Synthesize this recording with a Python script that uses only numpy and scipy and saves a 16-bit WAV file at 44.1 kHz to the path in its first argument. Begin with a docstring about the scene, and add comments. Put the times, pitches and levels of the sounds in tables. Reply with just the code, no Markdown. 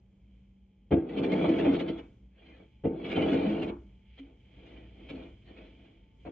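"""Plastic snow shovel on concrete

A shovel is set down and pushed through thin snow in two strong strokes, with light scuffs between and after them.
Random slips drive the blade's modes (boom) and are filtered into snow crunch and grit rasp; catches jolt it.
Landings and knocks add thumps, cracks and singing tones; thrown snow patters down.
Beneath lie a low outdoor rumble and the fabric hiss and blower hum of the shoveller's inflatable suit.
"""
import sys
import numpy as np
from scipy import signal
from scipy.fft import rfft, irfft
from scipy.io import wavfile
from scipy.ndimage import uniform_filter1d

SR = 44100
rng = np.random.default_rng(int(sys.argv[2]) if len(sys.argv) > 2 else 0)


def to_wav(s):
    """Save 16-bit WAV."""
    ch = np.atleast_2d(s).T  # columns
    pcm = np.round(np.clip(ch, -1, 1) * 32767)  # PCM
    wavfile.write(sys.argv[1], SR, pcm.astype(np.int16))


N = 278271
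TIME = np.arange(N) / SR

# crushed-snow filter: (frequency [Hz], gain [dB])
CRUNCH_SPECTRUM = [(100, -33), (350, -7), (520, 11), (580, -0.5), (650, 6), (850, -6), (1050, -11.5),
                   (1500, -12.5), (1800, -25.5), (2300, -13.5), (4500, -63.5)]


def scraping(boom_db=-3.0, crunch_db=-7.5, rasp_db=-4.5, catch_db=-7.0, catch_crunch_db=-4.5,
             jolt_lag_s=0.0016, flex_hz=150):
    """Coarse slips drive the blade and crush snow; fine grit rasps under the edge; catches flare and jolt."""
    # edge catches on concrete: (time [s], relative rasp level [dB], blade jolt level [dB])
    catches = [(1.098, -48, -41.5), (1.181, -36, -33), (1.243, -35, -21.5), (1.325, -32.5, -16),
               (1.429, -38.5, -42), (1.491, -41, -16.5), (1.594, -34.5, -25.5), (1.651, -38, -16.5),
               (1.748, -38.5, -34), (1.802, -35.5, -19.5), (1.888, -38, -19.5), (1.987, -46.5, -35),
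               (2.386, -62, -57), (3.053, -38.5, -36.5), (3.12, -32, -30), (3.168, -33.5, -31),
               (3.222, -32.5, -29), (3.336, -36, -17.5), (3.439, -57, -20), (3.628, -36.5, -31),
               (3.686, -43, -31), (4.187, -50, -48), (4.667, -57, -46), (4.773, -53.5, -52),
               (5.099, -41.5, -53), (5.577, -51, -42.5), (5.852, -62, -53)]
    rise_s, fall_s = 0.0076, 0.015  # bites quickly, lets go more slowly
    boom, crunch, rasp = push_gains()

    slips = grains(per_s=900, spread_db=3.0)
    grit = grains(per_s=2600, spread_db=2.5) + 0.71 * slips
    flares = sum(from_db(db + catch_db) * flare(s, rise_s, fall_s) for s, db, _ in catches)

    chatter = blade(high_pass(slips, flex_hz, order=2))  # small slips barely bend the shaft
    crushed = colour(slips + grains(per_s=2500, spread_db=2.0), CRUNCH_SPECTRUM)
    crunch_gain = np.hypot(from_db(crunch_db) * crunch, from_db(catch_crunch_db) * flares)
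    rasp_gain = np.hypot(from_db(rasp_db) * rasp, flares)

    out = from_db(boom_db) * boom * steady(chatter, window_s=0.016)
    out += crunch_gain * steady(crushed, window_s=0.2)
    out += rasp_gain * steady(edge(grit), window_s=0.031)
    jolts = blows([(s + jolt_lag_s, jolt_db) for s, _, jolt_db in catches])
    return out + high_pass(jolts, flex_hz, order=2)


def push_gains():
    """Blade load sets the boom and grip on concrete the rasp; the crunch follows both."""
    # long pushes, one list each: (time [s], relative boom level [dB], relative rasp level [dB])
    pushes = [
        [(1.03, -36.5, -75.5), (1.14, -34.5, -51.5), (1.18, -26, -54.5), (1.38, -24.5, -41.5),
         (1.56, -25.5, -43), (1.7, -23, -43), (1.84, -30, -52.5), (1.99, -42, -57), (2.13, -75, -78.5)],
        [(2.93, -34, -69.5), (2.99, -37.5, -57.5), (3.11, -35, -41.5), (3.19, -23.5, -38.5), (3.36, -25.5, -41),
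         (3.57, -29, -46), (3.7, -31, -55), (3.76, -51, -74), (3.9, -77, -85)],
    ]
    # light scuffs: (middle [s], half length to 1/e [s], relative boom level [dB], relative rasp level [dB])
    scuffs = [(2.497, 0.11, -56, -58), (2.632, 0.029, -58, -78), (4.279, 0.077, -57.5, -73),
              (4.73, 0.17, -51.5, -61.5), (5.018, 0.057, -51.5, -69.5), (5.203, 0.096, -44, -56),
              (5.494, 0.04, -57, -60.5), (5.616, 0.073, -52, -59.5), (5.823, 0.17, -58.5, -72.5)]
    push_fade_s, grip_share = 0.042, 0.37  # the rest of the crunch follows load
    gains = np.zeros((2, N))
    for rows in pushes:
        s, *levels = np.transpose(rows)
        outside_s = np.maximum(s[0] - TIME, 0) + np.maximum(TIME - s[-1], 0)
        fade = np.exp(-(outside_s / push_fade_s) ** 2)
        gains += from_db([np.interp(TIME, s, db) for db in levels]) * fade
    for s, half_s, boom_db, rasp_db in scuffs:
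        gains += from_db([[boom_db], [rasp_db]]) * swell(s, half_s)
    boom, rasp = gains
    return boom, boom ** (1 - grip_share) * rasp ** grip_share, rasp


def blade(force, contact_hz=1300):
    """Parallel blade and shaft modes, alternating in sign; soft plastic dulls each contact."""
    # blade and shaft modes: (frequency [Hz], width [Hz], gain [dB])
    modes = [(81, 31, -4), (122, 22, -10), (155.5, 25, -4.5), (202.5, 24, -2), (251.3, 15.5, 0.5),
             (282.4, 23.8, 0.5), (334.1, 15, 4.5), (373, 66, -13.5), (395.1, 13.1, -1), (443.3, 20, -5.5),
             (475.3, 14, -6.5), (532.2, 30.5, -10), (621.6, 13, -11.5), (694, 25, -18), (756, 11, -17.5),
             (892.5, 15, -19)]
    lowpass = signal.butter(2, contact_hz, fs=SR, output="sos")
    force = signal.sosfilt(lowpass, force + 1e-18)
    out = np.zeros(len(force))
    for k, (hz, width_hz, db) in enumerate(modes):
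        out += (-1) ** k * from_db(db) * resonance(force, hz, width_hz)
    return out


def blows(rows):
    """Impulses (time [s], peak [dB]) excite the blade; a lone blow peaks at its listed level."""
    force = np.zeros(N + SR)
    for s, db in rows:
        force[int(s * SR)] += from_db(db)
    unit_peak = np.abs(blade(signal.unit_impulse(N))).max()
    return blade(force[:N]) / unit_peak


def edge(force, patchy_db=4.5, count=40):
    """The contact point wanders along the edge, so its many high modes swell and fade by turns."""
    # grit filter: (frequency [Hz], gain [dB])
    grit_spectrum = [(500, -24.5), (1400, -12), (1950, -6.5), (2330, 2), (2560, -3), (2780, -7), (3000, -2),
                     (3320, -4.5), (3750, -17.5), (4400, -19.5), (4850, -32.5), (7600, -43)]
    out = np.zeros(N)
    for k, hz in enumerate(np.geomspace(900, 7400, count)):
        patchiness = from_db(patchy_db * drift(per_s=30))
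        out += (-1) ** k * patchiness * resonance(force, hz, 0.04 * hz)
    return colour(out, grit_spectrum)


def knocking(crunch_db=14.0, rise_s=0.015):
    """Each impact thumps the blade and crushes a burst of snow and grit."""
    rows = impacts()
    burst_power = np.zeros(N)
    for s, _, crack_db, decay_s in rows:
        age_s = np.maximum(TIME - s, 0)
        decay = np.exp(-np.minimum(age_s / decay_s, 20))
        burst_power += (from_db(crack_db) * (1 - np.exp(-age_s / rise_s)) * decay) ** 2
    crushed = grains(per_s=6900, spread_db=5.0)
    lowpass = signal.butter(4, 3600, fs=SR, output="sos")
    muffled = signal.sosfilt(lowpass, edge(crushed))  # snow cushions the landing
    crack = steady(muffled, window_s=0.015)
    crack += from_db(crunch_db) * steady(colour(crushed, CRUNCH_SPECTRUM), window_s=0.045)
    return blows([row[:2] for row in rows]) + np.sqrt(burst_power) * crack


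def impacts():
    """Rows (s, thump dB, crack dB, decay s): a knock is one blow; a landing is touch, hit, rebound, settling."""
    # edge hits a ridge: (time [s], thump level [dB], relative crack level [dB])
    knocks = [(1.44, -28, -31.5), (1.654, -27, -34), (2.594, -45.5, -61.5), (3.166, -20.5, -33),
              (5.5, -42.5, -63)]
    # blade set down: (time [s], thump level [dB], relative crack level [dB], rebound delay [s],
    # rebound relative to thump [dB], settling relative to thump [dB])
    landings = [(0.915, -11.5, -37, .014, 3, -4.5), (2.845, -16.5, -45, 0.019, 0.5, -11),
                (5.104, -32, -61, 0.031, -2, -4), (6.256, -34.5, -49.5, .021, 2, -5)]
    knock_decay_s, landing_decay_s, settle_decay_s = 0.013, 0.017, 0.035
    touch_lead_s, touch_db, touch_crack_db = 0.00715, -7.5, -2  # one corner touches first
    rebound_crack_db = -12
    settle_s, settle_crack_db = 0.055, -18.5  # the blade settles into the snow
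    rows = [(s, thump, crack, knock_decay_s) for s, thump, crack in knocks]
    for s, thump, crack, rebound_s, rebound_db, settle_db in landings:
        rows += [(s - touch_lead_s, thump + touch_db, crack + touch_crack_db, landing_decay_s),
                 (s, thump, crack, landing_decay_s),
                 (s + rebound_s, thump + rebound_db, crack + rebound_crack_db, landing_decay_s),
                 (s + settle_s, thump + settle_db, crack + settle_crack_db, settle_decay_s)]
    return rows


def singing():
    """After a tap or hard catch a single blade mode swells as a sine, then dies away."""
    # singing blade tones: (start [s], frequency [Hz], peak level [dB])
    tones = [(0.906, 690, -33), (0.913, 265.4, -24), (0.95, 336.3, -20), (1.358, 285.7, -27.5),
             (1.470, 327.6, -25.5), (1.668, 282.5, -18), (1.89, 332, -32), (2.838, 461.6, -27),
             (3.31, 267.4, -21.5), (3.458, 210.6, -25.5), (3.681, 345.7, -37), (4.187, 272.5, -41),
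             (5.114, 265.5, -38)]
    rise_s = 0.026
    out = np.zeros(N)
    for s, hz, db in tones:
        age_s = np.maximum(TIME - s, 0)
        rises = np.minimum(age_s / rise_s, 20)
        envelope = (rises * np.exp(1 - rises)) ** 2
        out += from_db(db) * envelope * np.sin(2 * np.pi * hz * age_s)
    return out


def thrown_snow():
    """At the end of a push, loose snow flies off and lands in many soft grains."""
    # snow showers: (time [s], level [dB])
    throws = [(2.0, -64), (3.729, -56.5)]
    # patter filter: (frequency [Hz], gain [dB])
    patter_spectrum = [(200, -1), (550, -5), (900, 11), (1400, -0.5), (2200, -28), (4500, -53)]
    shower = sum(from_db(db) * flare(s, rise_s=0.034, fall_s=0.031) for s, db in throws)
    return shower * rms_one(colour(grains(per_s=3000, spread_db=5.5), patter_spectrum))


def background():
    """Outdoor rumble plus the suit's fabric and blower."""
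    return rumble() + suit_fabric() + suit_blower()


def rumble():
    """Distant rumble: filtered noise with a slowly changing level."""
    # rumble level: (time [s], level [dB])
    level = [(0, -62), (.42, -59.5), (.75, -62.5), (2.1, -54), (2.35, -60.5), (3.8, -51.5), (4.1, -60),
             (5.2, -52.5), (6.1, -59.5), (6.3, -50.5)]
    # rumble filter: (frequency [Hz], gain [dB])
    spectrum = [(20, -35.5), (32, -21), (48, 0), (62, 3.5), (80, -15), (110, -7.5), (150, -16.5),
                (205, -13), (250, -18.5), (330, -23.5), (420, -25.5), (700, -37.5), (1200, -47),
                (4000, -59)]
    gain = from_db(np.interp(TIME, *np.transpose(level)))
    return gain * steady(colour(rng.standard_normal(N), spectrum), window_s=0.2)


def suit_fabric(rest_db=-85.5):
    """Dense tiny contacts hiss in the fabric and swell as the shoveller moves."""
    # rustles: (middle [s], half length to 1/e [s], level [dB])
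    rustles = [(0.377, 0.12, -86), (2.148, 0.092, -89), (2.654, 0.21, -79.5), (3.956, 0.19, -82),
               (4.182, 0.096, -69), (4.668, 0.23, -67.5), (5.11, 0.16, -64), (5.667, 0.36, -69.5),
               (6.223, 0.032, -74)]
    # fabric filter: (frequency [Hz], gain [dB])
    spectrum = [(300, -10.5), (900, -23.5), (1800, -10), (2300, 5.5), (2550, -0.5), (2760, -4), (3150, 6),
                (3400, -3), (3700, -14), (5000, -25), (8000, -43.5)]
    gain = from_db(rest_db) + sum(from_db(db) * swell(s, half_s) for s, half_s, db in rustles)
    return gain * rms_one(colour(grains(per_s=22000, spread_db=6.0), spectrum))


def suit_blower(waver=0.45, waver_rad=0.52):
    """Two hum tones and a rising thin whine waver in level and phase."""
    # steady blower tones: (frequency [Hz], RMS level before waver [dB])
    hum = [(59.2, -65), (193.8, -67)]
    # creeping whine: (time [s], frequency [Hz], RMS level before waver [dB])
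    whine = [(0, 826, -96), (2.5, 860, -92), (6.3, 890, -87)]
    s, whine_hz, whine_db = np.transpose(whine)
    whine_tone = (np.interp(TIME, s, whine_hz), np.interp(TIME, s, whine_db))
    out = np.zeros(N)
    for hz, db in hum + [whine_tone]:
        phase = 2 * np.pi * np.cumsum(hz * np.ones(N)) / SR
        phase += waver_rad * hz / hum[1][0] * drift(per_s=16)  # high tones waver most
        out += np.sqrt(2) * from_db(db) * (1 + waver * drift(per_s=5.3)) * np.sin(phase)
    return out


def reflections(x, t60_s, delay_s):
    """A dense cloud of echoes that dies away; unit power gain."""
    age_s = np.arange(SR) / SR - delay_s
    decay = from_db(-60 * np.maximum(age_s, 0) / t60_s)
    echoes = rng.standard_normal(SR) * (age_s > 0) * decay
    return signal.fftconvolve(x, echoes / np.linalg.norm(echoes))[:N]


def grains(per_s, spread_db):
    """Tiny contacts at random moments, a few much stronger than the rest; unit power."""
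    sizes = from_db(spread_db * np.minimum(rng.exponential(1, N), 4))
    return rms_one((rng.random(N) < per_s / SR) * sizes * rng.choice([-1, 1], N))


def drift(per_s):
    """Slow random curve with unit RMS, interpolated between random knots."""
    knots = rng.standard_normal(size=1024)
    return rms_one(np.interp(TIME * per_s, np.arange(len(knots)), knots))


def swell(middle_s, half_s, steepness=2.05):
    """A smooth rise and fall with a rounded top of 1."""
    return np.exp(-np.minimum(np.abs(TIME - middle_s) / half_s, 4) ** steepness)


def flare(s, rise_s, fall_s):
    """Gaussian rise to 1 and fall, each with its own width."""
    distance = np.maximum((s - TIME) / rise_s, (TIME - s) / fall_s)
    return np.exp(-0.5 * np.minimum(distance, 10) ** 2)


def resonance(x, hz, width_hz):
    """One two-pole resonance with a peak gain of about 1."""
    r = np.exp(-np.pi * width_hz / SR)
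    gain = (1 - r * r) / 2
    return signal.lfilter([gain, 0, -gain], [1, -2 * r * np.cos(2 * np.pi * hz / SR), r * r], x + 1e-18)


def high_pass(x, hz, order):
    """Cut the bass."""
    return signal.sosfilt(signal.butter(order, hz, "high", fs=SR, output="sos"), x)


def colour(x, spectrum, size=8192):
    """Causal (minimum-phase) filter with the given spectrum, built by folding the cepstrum."""
    gain = from_db(at_hz(spectrum, np.arange(size // 2 + 1) * SR / size))
    cepstrum = irfft(np.log(gain))
    cepstrum[1:size // 2] *= 2
    cepstrum[size // 2 + 1:] = 0
    return signal.fftconvolve(x, irfft(np.exp(rfft(cepstrum))))[:N]


def at_hz(points, hz):
    """Read a spectrum on a log-frequency axis."""
    f, value = np.transpose(points)
    return np.interp(np.log(np.maximum(hz, 1)), np.log(f), value)


def steady(x, window_s):
    """Hold the running level near 1, keeping faster flutter."""
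    size = max(int(window_s * SR), 2)
    power = uniform_filter1d(uniform_filter1d(x ** 2, size), size)
    return x / np.sqrt(np.abs(power) + 1e-4 * np.mean(x ** 2))


def rms_one(x):
    """Scale to unit power."""
    return x / np.sqrt(np.mean(x ** 2) + 1e-20)


def from_db(db):
    """Decibels to gain."""
    return 10 ** (np.asarray(db) / 20)


def scene(yard_db=-14.5, side_db=-4.5):
    """Shovel, dull yard echoes and background in mid; independent draws, scattered, form the side."""
    # yard echo filter: (frequency [Hz], gain [dB])
    yard = [(100, -5.5), (300, 7), (700, -6.5), (1400, 5), (2200, -0.5), (5000, -23)]
    # sideways scatter by ground and house: (frequency [Hz], gain [dB])
    scatter = [(60, -45.5), (200, -5), (370, -15.5), (520, -2), (700, -2), (1250, 10.5), (1700, -7.5),
               (2300, -2.5), (3200, -4), (4200, 7.5), (7000, 1.5)]
    # stereo lean: (frequency [Hz], left over right [dB])
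    lean = [(100, 0), (400, -.4), (650, 1.5), (1600, 2.5), (2600, -2), (3300, -3), (4200, -2)]
    shovel = scraping() + knocking() + singing() + thrown_snow()
    echoes = colour(reflections(shovel, t60_s=0.25, delay_s=0.028), yard)
    mid = shovel + from_db(yard_db) * echoes + background()

    # the two ends of the wide edge meet different grit
    other_grit = scraping() + knocking() + thrown_snow() + background()
    side = from_db(side_db) * colour(reflections(other_grit, t60_s=0.017, delay_s=0), scatter)
    left = colour(mid + side, [(hz, db / 2) for hz, db in lean])
    right = colour(mid - side, [(hz, -db / 2) for hz, db in lean])
    right_late = np.interp(np.arange(N) - 2, np.arange(N), right)  # 2 samples after the left
    return np.array([left, right_late])


def record(dry, bass_hz=38, cutoff_hz=7700):
    """The microphone loses the deepest bass; the top is cut steeply."""
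    lowpass = signal.ellip(10, 0.1, 80, cutoff_hz, fs=SR, output="sos")
    return signal.sosfilt(lowpass, high_pass(dry, bass_hz, order=4))


dry = scene()
out = record(dry)
to_wav(out)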